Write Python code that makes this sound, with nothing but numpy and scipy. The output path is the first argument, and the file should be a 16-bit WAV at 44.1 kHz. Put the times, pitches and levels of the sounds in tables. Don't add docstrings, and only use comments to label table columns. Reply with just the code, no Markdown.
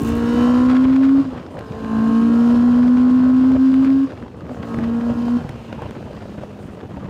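import sys
import numpy as np
from scipy import signal
from scipy.io import wavfile
from scipy.ndimage import uniform_filter1d, minimum_filter1d

SR = 44100
rng = np.random.default_rng(int(sys.argv[2]) if len(sys.argv) > 2 else 0)


def to_linear_factor(level_db):
    exponent = np.asarray(level_db, float) / 20
    return 10 ** exponent


def dump_mix(stems):
    frames = np.atleast_2d(stems).T
    limited = np.clip(frames, -1, 1)
    pcm = np.round(limited * 32767).astype(np.int16)
    wavfile.write(sys.argv[1], SR, pcm)


N = 312669


def rms_one(x):
    return x / np.sqrt(np.mean(x ** 2) + 1e-20)


def in_time(rows):
    s, *columns = np.transpose(rows)
    return [np.interp(np.arange(N) / SR, s, c) for c in columns]


def bump(s, half_s):
    return np.exp(-((np.arange(N) / SR - s) / half_s) ** 2)


def drift(rate):
    r = np.exp(-80 * np.pi * rate / SR)
    slow = signal.lfilter([1], [1, -2 * r, r * r], rng.standard_normal(N // 40 + 2002))[2000:]
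    return np.interp(np.arange(N) / 40, np.arange(len(slow)), rms_one(slow))


def ring(clicks, hz, t60):
    r = to_linear_factor(-60 / (t60 * SR))
    w = 2 * np.pi * hz / SR
    return signal.lfilter([0, np.sin(w)], [1, -2 * r * np.cos(w), r * r], clicks + 1e-18)


def banded_noise(spectrum, gusts_db, own_db):
    hz, level = np.transpose(spectrum)
    edges = hz[0] * 2 ** np.arange(0, np.log2(hz[-1] / hz[0]) + .1, 1 / 3)
    white = rng.standard_normal((2, N))
    out = 0
    for k, (low, high) in enumerate(zip(edges, edges[1:])):
        band_filter = signal.butter(2, [low, high], "band", fs=SR, output="sos")
        band = signal.sosfilt(band_filter, white[k % 2])
        band_db = np.interp(np.log(low * high) / 2, np.log(hz), level)
        out = out + band * to_linear_factor(band_db + own_db * drift(14))
    return rms_one(out * to_linear_factor(gusts_db))


def order(cycles, k, level_db, waver_db):
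    spread = .04 * k ** 2 + np.pi * k * (k > 20) + .6 * rng.uniform(-1, 1)
    wobble = .008 * k * drift(8) + .02 * k * drift(.8)
    level = np.sqrt(2) * to_linear_factor(level_db + waver_db * drift(6.1))
    return level * np.sin(2 * np.pi * k * cycles + spread + wobble)


# time in seconds, gain in dB, half length in seconds.
GUSTS = [(0.4, 4.5, 0.023), (0.51, 4, 0.58), (0.8, 2, 0.015), (0.854, 10, 0.0074), (0.973, -4, 0.037),
         (1.175, 8, 0.019), (1.284, -4.3, 0.011), (1.35, 4.7, 0.036), (1.462, -3.5, 0.23),
         (1.45, 0.5, 0.057), (1.565, 5, 0.03), (1.663, -7, 0.015), (1.793, -2, 0.039), (1.985, 5, 0.023),
         (2.17, -9, 0.03), (2.503, 7.5, 0.0078), (2.663, -5, 0.011), (2.855, 3, 0.014), (2.922, 8, 0.46),
         (2.927, -6, 0.032), (3.227, 6, 0.023), (3.337, 4, 0.04), (3.435, 8, 0.025), (3.518, 8.5, 0.015),
         (3.564, 14, 0.018), (3.67, -3, 0.048), (3.842, 4, 0.029), (4.033, -8, 0.037), (4.118, 1, 0.037),
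         (4.247, 3.5, 0.038), (4.29, -4.5, 0.2), (4.332, -1, 0.025), (4.64, 2, 0.015), (4.813, 7.5, 0.057),
         (5.107, 8, 0.016), (5.257, 0, 0.04), (5.333, -3, 0.025), (5.403, 5.5, 0.024), (5.496, 2.5, 0.0083),
         (5.65, -4, 0.071), (5.84, 5, 0.026), (5.94, -3, 0.013), (6.206, -2, 0.017), (6.372, -5, 0.011),
         (6.387, 12, 0.015), (6.428, 5, 0.015), (6.465, -4.5, 0.25), (6.563, -2, 0.019), (6.722, -2, 0.015),
         (6.881, -9.5, 0.013), (7.017, -2.5, 0.013)]


def gusts():
    return sum(db * bump(s, half_s) for s, db, half_s in GUSTS)


# frequency in Hz, level in dB per Hz.
THUMP_SPECTRUM = [(30, -27.5), (50, -11.5), (72, 0.5), (110, 1), (180, -3.5), (280, -4.5), (360, -11)]
# frequency in Hz, level in dB per Hz.
FLUTTER_SPECTRUM = [(200, -1.5), (330, 0.5), (500, 4), (800, -4.5), (1200, -9.5), (2000, -24),
                    (3500, -24.5)]


def wind(thump_db, flutter_db):
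    eddies = drift(42)
    eddies = rms_one(eddies - uniform_filter1d(eddies, size=1800))
    eddies = 1.6 * np.tanh(eddies / 1.4)
    thump = to_linear_factor(thump_db + 1.5) * banded_noise(THUMP_SPECTRUM, 1.4 * eddies, own_db=1.0)
    flutter = banded_noise(FLUTTER_SPECTRUM, 2.73 * eddies, own_db=3.0)
    burst = rng.random(N) < 120 / SR
    size = to_linear_factor(2.9 * np.minimum(rng.exponential(1, N), 3))
    pops = burst * size * rng.choice([-1, 1], N)
    pops = signal.sosfilt(signal.butter(2, 2500, fs=SR, output="sos"), pops)
    pops = ring(pops, 600, .005) + to_linear_factor(-7) * ring(pops, 1700, .004) + to_linear_factor(-13) * ring(pops, 3200, .003)
    flutter = to_linear_factor(flutter_db - 3.5) * (flutter + to_linear_factor(-11.5) * rms_one(pops))
    low_cut = signal.butter(3, 38, "high", fs=SR, output="sos")
    return signal.sosfilt(low_cut, thump + flutter)


# time in seconds, sharp part in dB, dull part in dB,
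# half length in ms.
DEEP_JOINTS = [(0.0717, -36, -38, 3), (0.715, -29, -35, 10), (0.7537, -28, -44, 7.5),
               (0.769, -21.5, -24, 3.9), (0.8524, -27, -18, 0.56), (0.9618, -29.5, -43, 3.5),
               (1.0378, -32.5, -33, 14), (1.3773, -41, -17.5, 4.4), (1.5918, -33.5, -32, 3.8),
               (2.8316, -28.5, -21.5, 0.9), (2.8811, -27, -25, 1.1), (2.9729, -28, -25, 0.61),
               (3.5196, -24.5, -37.5, 1.15), (3.7421, -24, -33.5, 1.1), (3.8483, -27.5, -31.5, 1.3),
               (3.9045, -34, -31, 0.53), (4.4084, -38, -19, 1.1), (4.4953, -41, -20, 4.6),
               (4.6307, -32.5, -33, 5), (4.7448, -30.5, -17, 2.3), (4.789, -30.5, -32, 0.92),
               (4.8412, -32.5, -39.5, 7.5), (5.4928, -32, -21, 3), (5.7291, -29, -12.5, 2.5),
               (5.8215, -36, -13, 1.2), (5.9104, -33.5, -13, 0.86), (5.9514, -45, -17, 0.45),
               (6.1331, -41, -17, 0.73), (6.3877, -53, -30, 2.2), (6.8136, -62, -21, 4)]
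# time in seconds, peak in dB, sharp part in dB against the peak.
SHALLOW_JOINTS = [(0.8, -20.5, -14), (0.838, -21.5, -11), (1.206, -23, -15), (1.427, -34, 3),
                  (1.879, -25.5, -14), (4.019, -27.5, -19), (4.071, -26.5, -7.5), (4.373, -41, -16),
                  (4.452, -32, -16), (4.826, -20.5, -14), (4.878, -23, -10), (4.963, -25, -17),
                  (5.011, -19, -5.5), (5.69, -31, -6), (5.788, -33, -11), (5.859, -30, -22),
                  (5.97, -31, -2), (6.026, -19, -17), (6.098, -36, -17), (6.165, -24, -6),
                  (6.254, -19.5, -32.5), (6.293, -25, -13), (6.434, -15.5, -26), (6.479, -37, -17),
                  (6.508, -25, -20), (6.59, -27, -20), (6.647, -29, -22), (6.676, -31, -23),
                  (6.79, -41, -22), (6.837, -22, -21), (6.892, -45, -16), (6.906, -24, -20),
                  (6.969, -19, -21), (7.042, -33, -23)]
# time in seconds, peak in dB, sharp part in dB against the peak.
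DRIVE_KNOCKS = [(0.687, -27, -10), (0.729, -14, -22), (0.883, -26, -5), (0.929, -25, -11),
                (1.014, -25, -13), (1.088, -24.5, -13), (1.187, -21, -19.5), (1.254, -22.5, -16),
                (1.399, -21, -23), (1.465, -28, -7.5), (1.524, -40, -18), (1.571, -24, -13),
                (1.61, -29, -6), (1.723, -28, -7), (1.847, -24.5, -8.5), (4.107, -23.5, -16),
                (4.122, -22.5, -15), (4.177, -28, -10), (4.226, -29.5, -10), (4.282, -31, -10),
                (4.344, -44, -19), (4.467, -28, -19), (4.515, -19.5, -23), (4.547, -19, -23),
                (5.283, -9.5, -32), (5.409, -22, -19), (5.443, -35, -20), (5.543, -26, -18)]


def joints():
    shallow = [(s + .002, db + sharp_db - 8, db + 3, 2.2) for s, db, sharp_db in SHALLOW_JOINTS]
    knocks = [(s, db + sharp_db, db + 1.5, 1.84) for s, db, sharp_db in DRIVE_KNOCKS]
    return DEEP_JOINTS + shallow + knocks


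# time in seconds, level in dB, half length in seconds.
RATTLES = [(0.697, -31, .02), (.745, -33, 0.05), (0.84, -31.5, 0.012), (0.893, -38, 0.013),
           (0.93, -35.5, 0.025), (0.965, -32.5, 0.0086), (1.049, -34.5, 0.035), (1.094, -38, 0.0088),
           (1.385, -39.5, 0.023), (2.84, -40, 0.011), (3.57, -43, 0.016), (3.867, -40, 0.026),
           (4.11, -44, 0.026), (5.416, -44.5, 0.0095), (5.86, -53, 0.01), (5.96, -42.5, 0.013),
           (6.226, -44, 0.023), (6.39, -48, 0.011), (6.426, -45, 0.014), (6.808, -43, 0.013),
           (6.844, -54, 0.0065), (6.915, -51, 0.012), (6.967, -49, 0.0063), (7.052, -46, 0.0093)]
# frequency in Hz, level in dB, 60 dB decay in seconds.
FRAME_MODES = [(507, 1.5, 0.0084), (1310, 7.5, 0.0034), (1630, 2.5, 0.0044), (2230, 0, .004),
               (3230, -5.5, 0.0031), (4400, -13.5, 0.0022), (6500, -17.5, 0.0028), (9000, -21, .002)]


def jolts():
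    rattles_per_s = 900
    thud_hz, thud_db, thud_t60_s, thud_late_s = 190, -32, 0.025, 0.0036
    lag_ms = np.arange(-400, 400) * 1000 / SR
    rows = joints()
    ragged = rng.standard_normal((len(rows), 2, len(lag_ms)))
    shakes = np.zeros((2, N))
    for (s, sharp_db, dull_db, half_ms), noise in zip(rows, ragged):
        shape = np.exp(-(lag_ms / half_ms) ** 2)
        energy = np.sum((noise * shape) ** 2, axis=1, keepdims=True)
        knock = noise * shape * np.sqrt(np.sum(shape ** 2) / energy)
        level = to_linear_factor(np.array([[sharp_db], [dull_db]])) / np.sqrt(np.clip(half_ms, .3, 2))
        at = round(s * SR) - 420
        shakes[:, at:at + len(lag_ms)] += knock * level
    grains = (rng.random(N) < rattles_per_s / SR) * rng.standard_normal(N)
    shakes[0] += grains * sum(to_linear_factor(db + 13.5) * bump(s, half_s) for s, db, half_s in RATTLES)
    (dull_hz, dull_db, dull_t60), *modes = FRAME_MODES
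    sharp = sum(to_linear_factor(db - 18) * ring(shakes[0], hz, t60) for hz, db, t60 in modes)
    sharp = signal.sosfilt(signal.butter(2, 6000, fs=SR, output="sos"), sharp)
    dull = to_linear_factor(dull_db - 20.5) * ring(shakes[1], dull_hz, dull_t60)
    late = np.roll(shakes[1], int(thud_late_s * SR))
    return sharp + dull + to_linear_factor(thud_db) * ring(late, thud_hz, thud_t60_s)


# time in seconds, peak in dB.
SNAPS = [(1.591, -43), (2.972, -45), (3.5174, -47), (3.7412, -45), (3.8512, -44.5), (4.786, -48),
         (4.8406, -54), (5.4926, -39), (5.728, -54), (5.82, -48), (5.908, -46)]
# time in seconds, peak in dB.
TAPS = [(1.524, -34), (4.345, -34), (4.399, -42), (4.467, -30), (4.492, -30.5), (4.629, -28), (5.442, -29),
        (6.506, -32.5), (6.59, -34), (6.791, -31), (7.044, -29)]
TAP_HZ = (620, 1150, 1900)


def snaps():
    snap_half_s, tap_t60_s = .0006, .022
    crack = rng.standard_normal(N) * sum(to_linear_factor(db - .5) * bump(s + .001, snap_half_s) for s, db in SNAPS)
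    band = signal.butter(1, [2800, 9500], "band", fs=SR, output="sos")
    clicks = np.zeros(N)
    for s, db in TAPS:
        clicks[int(s * SR)] = to_linear_factor(db - 3.5)
    taps = sum(800 / hz * ring(clicks, hz, tap_t60_s * 800 / hz) for hz in TAP_HZ)
    return 2 * signal.sosfilt(band, crack) + taps


# start in seconds, end in seconds, ticks per second, level in dB,
# fading in dB per second, high modes in dB.
CHATTER = [(.002, .095, 71.5, -39, 10, 3), (.098, .14, 71.5, -50, 0, -2), (.15, .19, 73, -41, 120, 3),
           (.192, .3, 71.5, -48, 40, -2), (.326, .345, 140, -50, 0, 0), (1.505, 1.56, 190, -56, 0, -12),
           (4.365, 4.4, 215, -62, 0, -12), (6.59, 6.685, 200, -59, 0, -9), (6.705, 6.75, 200, -59, 0, -9)]


def chatter():
    low, high = np.zeros(N), np.zeros(N)
    for start, end, per_s, level_db, fading_db, high_db in CHATTER:
        s = np.arange(start + .004, end, 1 / per_s)
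        late, size = np.clip(rng.standard_normal((2, 99))[:, :len(s)], -1.5, 1.5)
        at = ((s + 0.017 * late / per_s) * SR).astype(int)
        low[at] = to_linear_factor(level_db - fading_db * (s - start) + 2.0 * size)
        high[at] = low[at] * to_linear_factor(high_db)
    ticks = sum(ring(low, hz, 0.0057) for hz in (7600, 8500, 9500))
    ticks += sum(ring(high, hz, .003) for hz in (12500, 13700, 11000, 15000))
    return signal.sosfilt(signal.butter(4, 6500, "high", fs=SR, output="sos"), ticks)


def squeak():
    at_s, half_s, hz, hz_per_s = 1.68, .02, 5050, -8000
    t = np.arange(N) / SR - at_s
    return to_linear_factor(-58) * bump(at_s, half_s) * np.sin(2 * np.pi * (hz + hz_per_s * t / 2) * t)


def launch_rumble():
    shudder = rms_one(ring(rng.standard_normal(N), 75.5, 0.33))
    return to_linear_factor(-29) * bump(0.066, 0.23) * shudder


# time in seconds, peak in dB,
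# frequency in Hz.
LURCHES = [(1.538, -31, 190), (1.56, -22.5, 158), (1.662, -31, 211), (4.598, -20, 201), (1.708, -22, 180),
           (1.845, -20, 222), (4.229, -25.5, 204), (4.432, -21, 170), (4.785, -10, 235),
           (5.448, -15.5, 152), (5.497, -18, 140), (5.824, -33, 169), (6.655, -22, 190),
           (6.685, -23.5, 200), (7.047, -18, 180)]


def lurches():
    t60_s = 0.055
    t = np.arange(N) / SR
    out = 0
    for s, db, hz in LURCHES:
        level = to_linear_factor(db - 60 * np.maximum(t - s, 0) / t60_s) * (t > s)
        out = out + level * np.sin(2 * np.pi * hz * (t - s))
    return out


def coast_casing_ring():
    hz, width_hz, level_db = 2680, 450, -57.5
    hiss = rms_one(ring(rng.standard_normal(N), hz, 1.8 / width_hz))
    fade_in = np.clip(np.arange(N) / SR * 10 - 53, 0, 1)
    return to_linear_factor(level_db + 1.5 * drift(12)) * (.45 + bump(5.75, .35)) * fade_in * hiss


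# time in seconds, sizzle gained in dB, half length in seconds.
SPITS = [(.01, 1, .012), (0.082, 7, 0.026), (0.121, 3.5, 0.0037), (0.334, 1.5, .01), (4.3, -2.5, 0.081),
         (4.531, 9, 0.047), (4.696, 5, 0.09), (0.414, 4.5, 0.086)]


def clutch_spits():
    return sum(db * bump(s, half_s) for s, db, half_s in SPITS)


# frequency in Hz, level in dB per Hz.
HISS_SPECTRUM = [(700, -5), (1100, 1), (1600, -4), (2100, -16), (3000, -11.5), (4000, -9.5), (5300, -20.5),
                 (7000, -18), (9500, -29.5)]
# frequency in Hz, level in dB per Hz.
SIZZLE_SPECTRUM = [(5500, 7), (7500, 0), (9500, -7), (11000, 7), (13000, -14), (15000, -7.5), (17500, 1.5)]
# frequency in Hz, width in Hz, level in dB against the hiss.
CASING = [(2750, 240, -8), (2460, 170, -16), (3000, 160, -13), (4520, 200, -20.5), (4850, 220, -13.5),
          (5200, 220, -22), (7000, 80, -24), (9300, 200, -26), (11600, 60, -37), (12220, 60, -37.5)]
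# order of the full cycle, level in dB against the hiss,
# gain in first gear in dB.
WHINE = [(33, -18, 0), (34, -19, 2), (38, -26, 6), (41, -24, 3), (44, -19, -2), (46.7, -23, 8),
         (50, -22, 10), (52, -16, -10), (54, -20, -8), (62.3, -28, 11), (67.2, -22, -6), (73.2, -19, -10),
         (72, -34, 11), (82.2, -27, 2), (84, -25, -3), (90, -19, -4), (93.5, -34, 10), (109, -38, 11),
         (147, -37, 0)]


def machinery(firing_hz, cycles, hiss_db, sizzle_db, whine_db):
    puff_db = 1.6 * np.cos(8 * np.pi * cycles) + 1.2 * np.cos(2 * np.pi * cycles) + .8 * drift(25)
    hiss = to_linear_factor(1.5) * banded_noise(HISS_SPECTRUM, puff_db, own_db=-0.5)
    taps = rng.standard_normal(N) * to_linear_factor(puff_db)
    for hz, width, db in CASING:
        hiss += to_linear_factor(db + 1.6 * drift(2.5)) * rms_one(ring(taps, hz, 2.2 / width))
    low_gear = np.exp(-(np.arange(N) / SR / 1.2) ** 6)
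    cover_hz, cover_width_hz, cover_loss_db = 5420, 220, -12
    for k, db, low_db in WHINE:
        detune = (k * firing_hz / 4 - cover_hz) / cover_width_hz
        off = (80 < k < 100) * (1 - np.exp(-detune ** 4))
        level_db = db + 1.5 + cover_loss_db * off + whine_db + low_db * low_gear + 1.5 * drift(2.2)
        hiss += order(cycles, k, level_db, 2.5)
    sizzle = banded_noise(SIZZLE_SPECTRUM, .6 * puff_db, own_db=.5)
    return to_linear_factor(hiss_db) * hiss + to_linear_factor(sizzle_db - .6) * sizzle


# time in seconds, firings per second.
SPEED = [(0.0, 226.0), (0.3, 236.8), (1.205, 274.5), (1.33, 253.1), (1.5, 230.5), (1.62, 221.2),
         (1.95, 221.0), (2.5, 238.0), (4.045, 271.4), (4.22, 244.3), (4.45, 229.8), (4.51, 254.2),
         (4.6, 229.5), (4.8, 229.5), (5.37, 241.3), (5.6, 231.0), (6.6, 200.6), (7.09, 193.4)]
# time in seconds,
# firings per second gained, half length in seconds.
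HUNTING = [(.15, 1.8, .05), (.95, .7, .2), (2.6, -1.5, .035), (2.67, 1, .03), (3.0, .7, .15),
           (3.16, 1.2, .035), (3.51, 1.2, .03), (3.58, -1.2, .03), (3.65, 1.4, .03), (3.75, -2, .06),
           (5.0, 1, .07), (5.24, -1.4, .05)]


def engine_speed():
    return in_time(SPEED)[0] + sum(gain * bump(s, half_s) for s, gain, half_s in HUNTING)


# time in seconds, intake boom in dB,
# strain in dB.
PULLS = [
    [(0.0, -30.5, -46), (0.05, -23, -43), (0.2, -21.5, -39), (0.38, -16, -37.5), (0.46, -13.5, -34),
     (0.65, -13, -38), (0.8, -8.5, -37.5), (0.92, -13, -50), (1.205, -10, -45.5)],
    [(1.62, -53, -48.5), (1.7, -50, -52.5), (1.8, -35, -46.5), (1.95, -19.5, -39), (2.2, -12.5, -39),
     (2.45, -12.5, -39.5), (2.7, -10.5, -40), (3.3, -6, -38), (3.75, -13, -49.5), (4.045, -14, -51)],
    [(4.57, -45, -52), (4.66, -36, -51), (4.72, -28, -43.5), (4.8, -22.5, -54.5), (4.95, -20, -46),
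     (5.1, -19.5, -45.5), (5.25, -20, -48), (5.37, -15.5, -45.5)],
    [(5.5, -48, -84), (5.6, -43.5, -62), (6.3, -40, -56), (6.8, -45.5, -65), (7.2, -36, -60)],
]
# time in seconds, boom in dB, half length in seconds.
AFTERFIRE = [(1.279, -26, 0.021), (1.332, -28, 0.011), (1.372, -37.5, 0.011), (4.22, -41, 0.036),
             (4.512, -29, 0.024)]


def throttle():
    boom = np.full(N, to_linear_factor(-65.5))
    strain = np.full(N, to_linear_factor(-69))
    for pull in PULLS:
        start = pull[0][0]
        shut, boom_db, strain_db = pull[-1]
        snap = (shut + .036, boom_db - 22, strain_db - 7)
        down = (snap[0] + 1, snap[1] - 120, snap[2] - 48)
        b, s = in_time([(start - .1, -90, -90)] + pull + [snap, down])
        boom, strain = boom + to_linear_factor(b), strain + to_linear_factor(s)
    boom = boom + sum(to_linear_factor(db) * bump(s, half_s) for s, db, half_s in AFTERFIRE)
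    return 20 * np.log10(boom), 20 * np.log10(strain)


# frequency in Hz, width in Hz, lift in dB,
# level in dB at a strain of -38 dB, dB per dB of strain.
FIFTH_DUCT = (285, 29.5, 16.5, -40, 1.5)
EIGHTH_DUCT = (468, 55, 13, -44, .7)


def ringing_order(k, firing_hz, strain_db, hz, width, lift_db, level_db, follows):
    detune = 2 * (k * firing_hz / 4 - hz) / width
    return level_db + follows * (strain_db + 38) + lift_db / (1 + detune ** 2)


# order of the full cycle, level in dB against the rasp.
UNEVEN_ORDERS = [(1, -9), (2, -7), (3, -7), (6, -14), (7, -18), (9, -12), (10, -19), (11, -20), (12, -11),
                 (13, -11), (14, -26), (15, -17), (16, -10), (17, -12), (18, -15), (19, -17), (20, -13),
                 (21, -23), (22, -14), (23, -17), (24, -13), (25, -22), (26, -22), (27, -27), (28, -17),
                 (29, -27), (30, -24), (31, -28), (32, -20)]
# frequency in Hz, width in Hz, lift in dB.
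PIPES = [(350, 30, 4), (1085, 110, 12), (1185, 60, -9), (1400, 200, 6), (1260, 70, 5), (750, 150, 3),
         (975, 90, 4), (1620, 170, 7)]
# time in seconds, depth in dB.
STUMBLES = [(.129, 1.5), (.268, 2), (.354, 17), (0.402, 8), (0.503, 0), (2.109, 12), (2.217, 11),
            (2.297, 5), (2.557, 6), (2.624, 4.5), (2.97, 5.5), (3.107, 6), (3.198, 4.5), (3.404, 3.5),
            (3.571, 5), (3.72, 5), (3.858, 8), (4.802, 19), (5.005, 12), (5.137, 21), (5.151, 18),
            (5.165, 11), (5.22, 7.5), (5.261, 8)]
LUGGING = {12: 3, 17: -10, 18: -4, 19: 5.5, 20: -6, 13: -5, 25: -6, 22: 1, 23: -5, 24: -6, 28: 1, 29: 5}
SLIPPING = {3: -4, 10: -4, 12: -9, 13: -3, 14: -4, 15: -5, 17: -3, 18: -4, 22: -3}
GRIPPING = {13: -4, 15: -4, 22: 3, 23: -2, 24: -8, 25: 3, 26: -2, 32: 2}


def engine(firing_hz, cycles, boom_db, fifth_db, eighth_db, rasp_db):
    t = np.arange(N) / SR
    dent_db = sum(depth * np.exp(-((t - s) / 0.0044) ** 2) for s, depth in STUMBLES)
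    out = order(cycles, 4, boom_db + 1.1 - dent_db, 0.6)
    out += order(cycles, 5, fifth_db, 2.0)
    out += order(cycles, 8, eighth_db, .8)
    lugging = np.clip((238 - firing_hz) / 10, 0, 1)
    slip = np.clip((.37 - t) / .03, 0, 1)
    grip = (1 - slip) * (t < 1.5)
    bite_db = 23 * bump(0, .075)
    for k, order_db in UNEVEN_ORDERS:
        lift_db = 0
        for hz, width, db in PIPES:
            lift_db = lift_db + db / (1 + ((k * firing_hz / 4 - hz) / (width / 2)) ** 2)
        gear_db = slip * SLIPPING.get(k, 0) + grip * GRIPPING.get(k, 0) + (k in (6, 7)) * bite_db
        level_db = rasp_db + order_db + lift_db + lugging * LUGGING.get(k, 0) + gear_db + 2.5
        out += order(cycles, round(k), level_db, 1.3)
    return out


def scene():
    t = np.arange(N) / SR
    firing_hz = engine_speed()
    cycles = np.cumsum(firing_hz / 4) / SR + .0011 * drift(30)
    boom_db, strain_db = throttle()

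    rasp_db = strain_db + 1.3 * np.minimum(strain_db + 49, 0)
    first_gear_s = .8
    fifth_db = ringing_order(5, firing_hz, rasp_db, *FIFTH_DUCT) + 4 * bump(.6, .25)
    eighth_db = ringing_order(8, firing_hz, rasp_db, *EIGHTH_DUCT)
    eighth_db += 7 * bump(.72 * first_gear_s, .55 * first_gear_s) + 9 * bump(1.74, 0.075)

    hiss_lag_s, build_s = 0.05, 0.22
    effort_db = uniform_filter1d(strain_db + 38, size=int(hiss_lag_s * SR), mode="nearest")
    keep = np.exp(-1 / (build_s * SR))
    effort_db = np.minimum(effort_db, signal.lfilter([1 - keep], [1, -keep], effort_db))

    launch = np.exp(-t / 0.16)
    spit_db = clutch_spits()
    racing_hz = np.maximum(firing_hz - 240, 0)
    hiss_db = -44 + 0.69 * effort_db + 0.0682 * racing_hz + .6 * spit_db
    sizzle_db = -57 + 0.51 * effort_db + 11 * launch + spit_db - 0.25 * racing_hz
    whine_db = -.3 * np.maximum(firing_hz - 243, 0) + 3 * bump(0, first_gear_s)

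    gust_db = gusts()
    thump_db = -35 + gust_db + 11 * bump(0, 0.1)
    flutter_db = -32 - 4 * launch + 0.96 * gust_db - 0.35 * t
    mix = wind(thump_db, flutter_db)
    mix += jolts() + snaps() + chatter()
    mix += squeak() + launch_rumble() + lurches() + coast_casing_ring()
    mix += machinery(firing_hz, cycles, hiss_db, sizzle_db, whine_db)
    mix += engine(firing_hz, cycles, boom_db, fifth_db, eighth_db, rasp_db)
    return mix[None]


def low_pass(x):
    return signal.sosfilt(signal.butter(12, 15730, fs=SR, output="sos"), x)


def record(dry):
    over_db = np.maximum(20 * np.log10(abs(dry) + 1e-9) + 7.66, 0)
    fall = 100.0 * np.arange(N) / SR
    held_db = np.maximum.accumulate(over_db + fall, axis=1) - fall
    held_db = uniform_filter1d(-minimum_filter1d(-held_db, size=81), size=81)
    dry = signal.sosfilt(signal.butter(2, 34, "high", fs=SR, output="sos"), dry)
    dry = signal.sosfilt(signal.cheby2(12, 60, 16500, fs=SR, output="sos"), dry)
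    return low_pass(dry * to_linear_factor(-held_db))


dry = scene()
out = record(dry)
dump_mix(out)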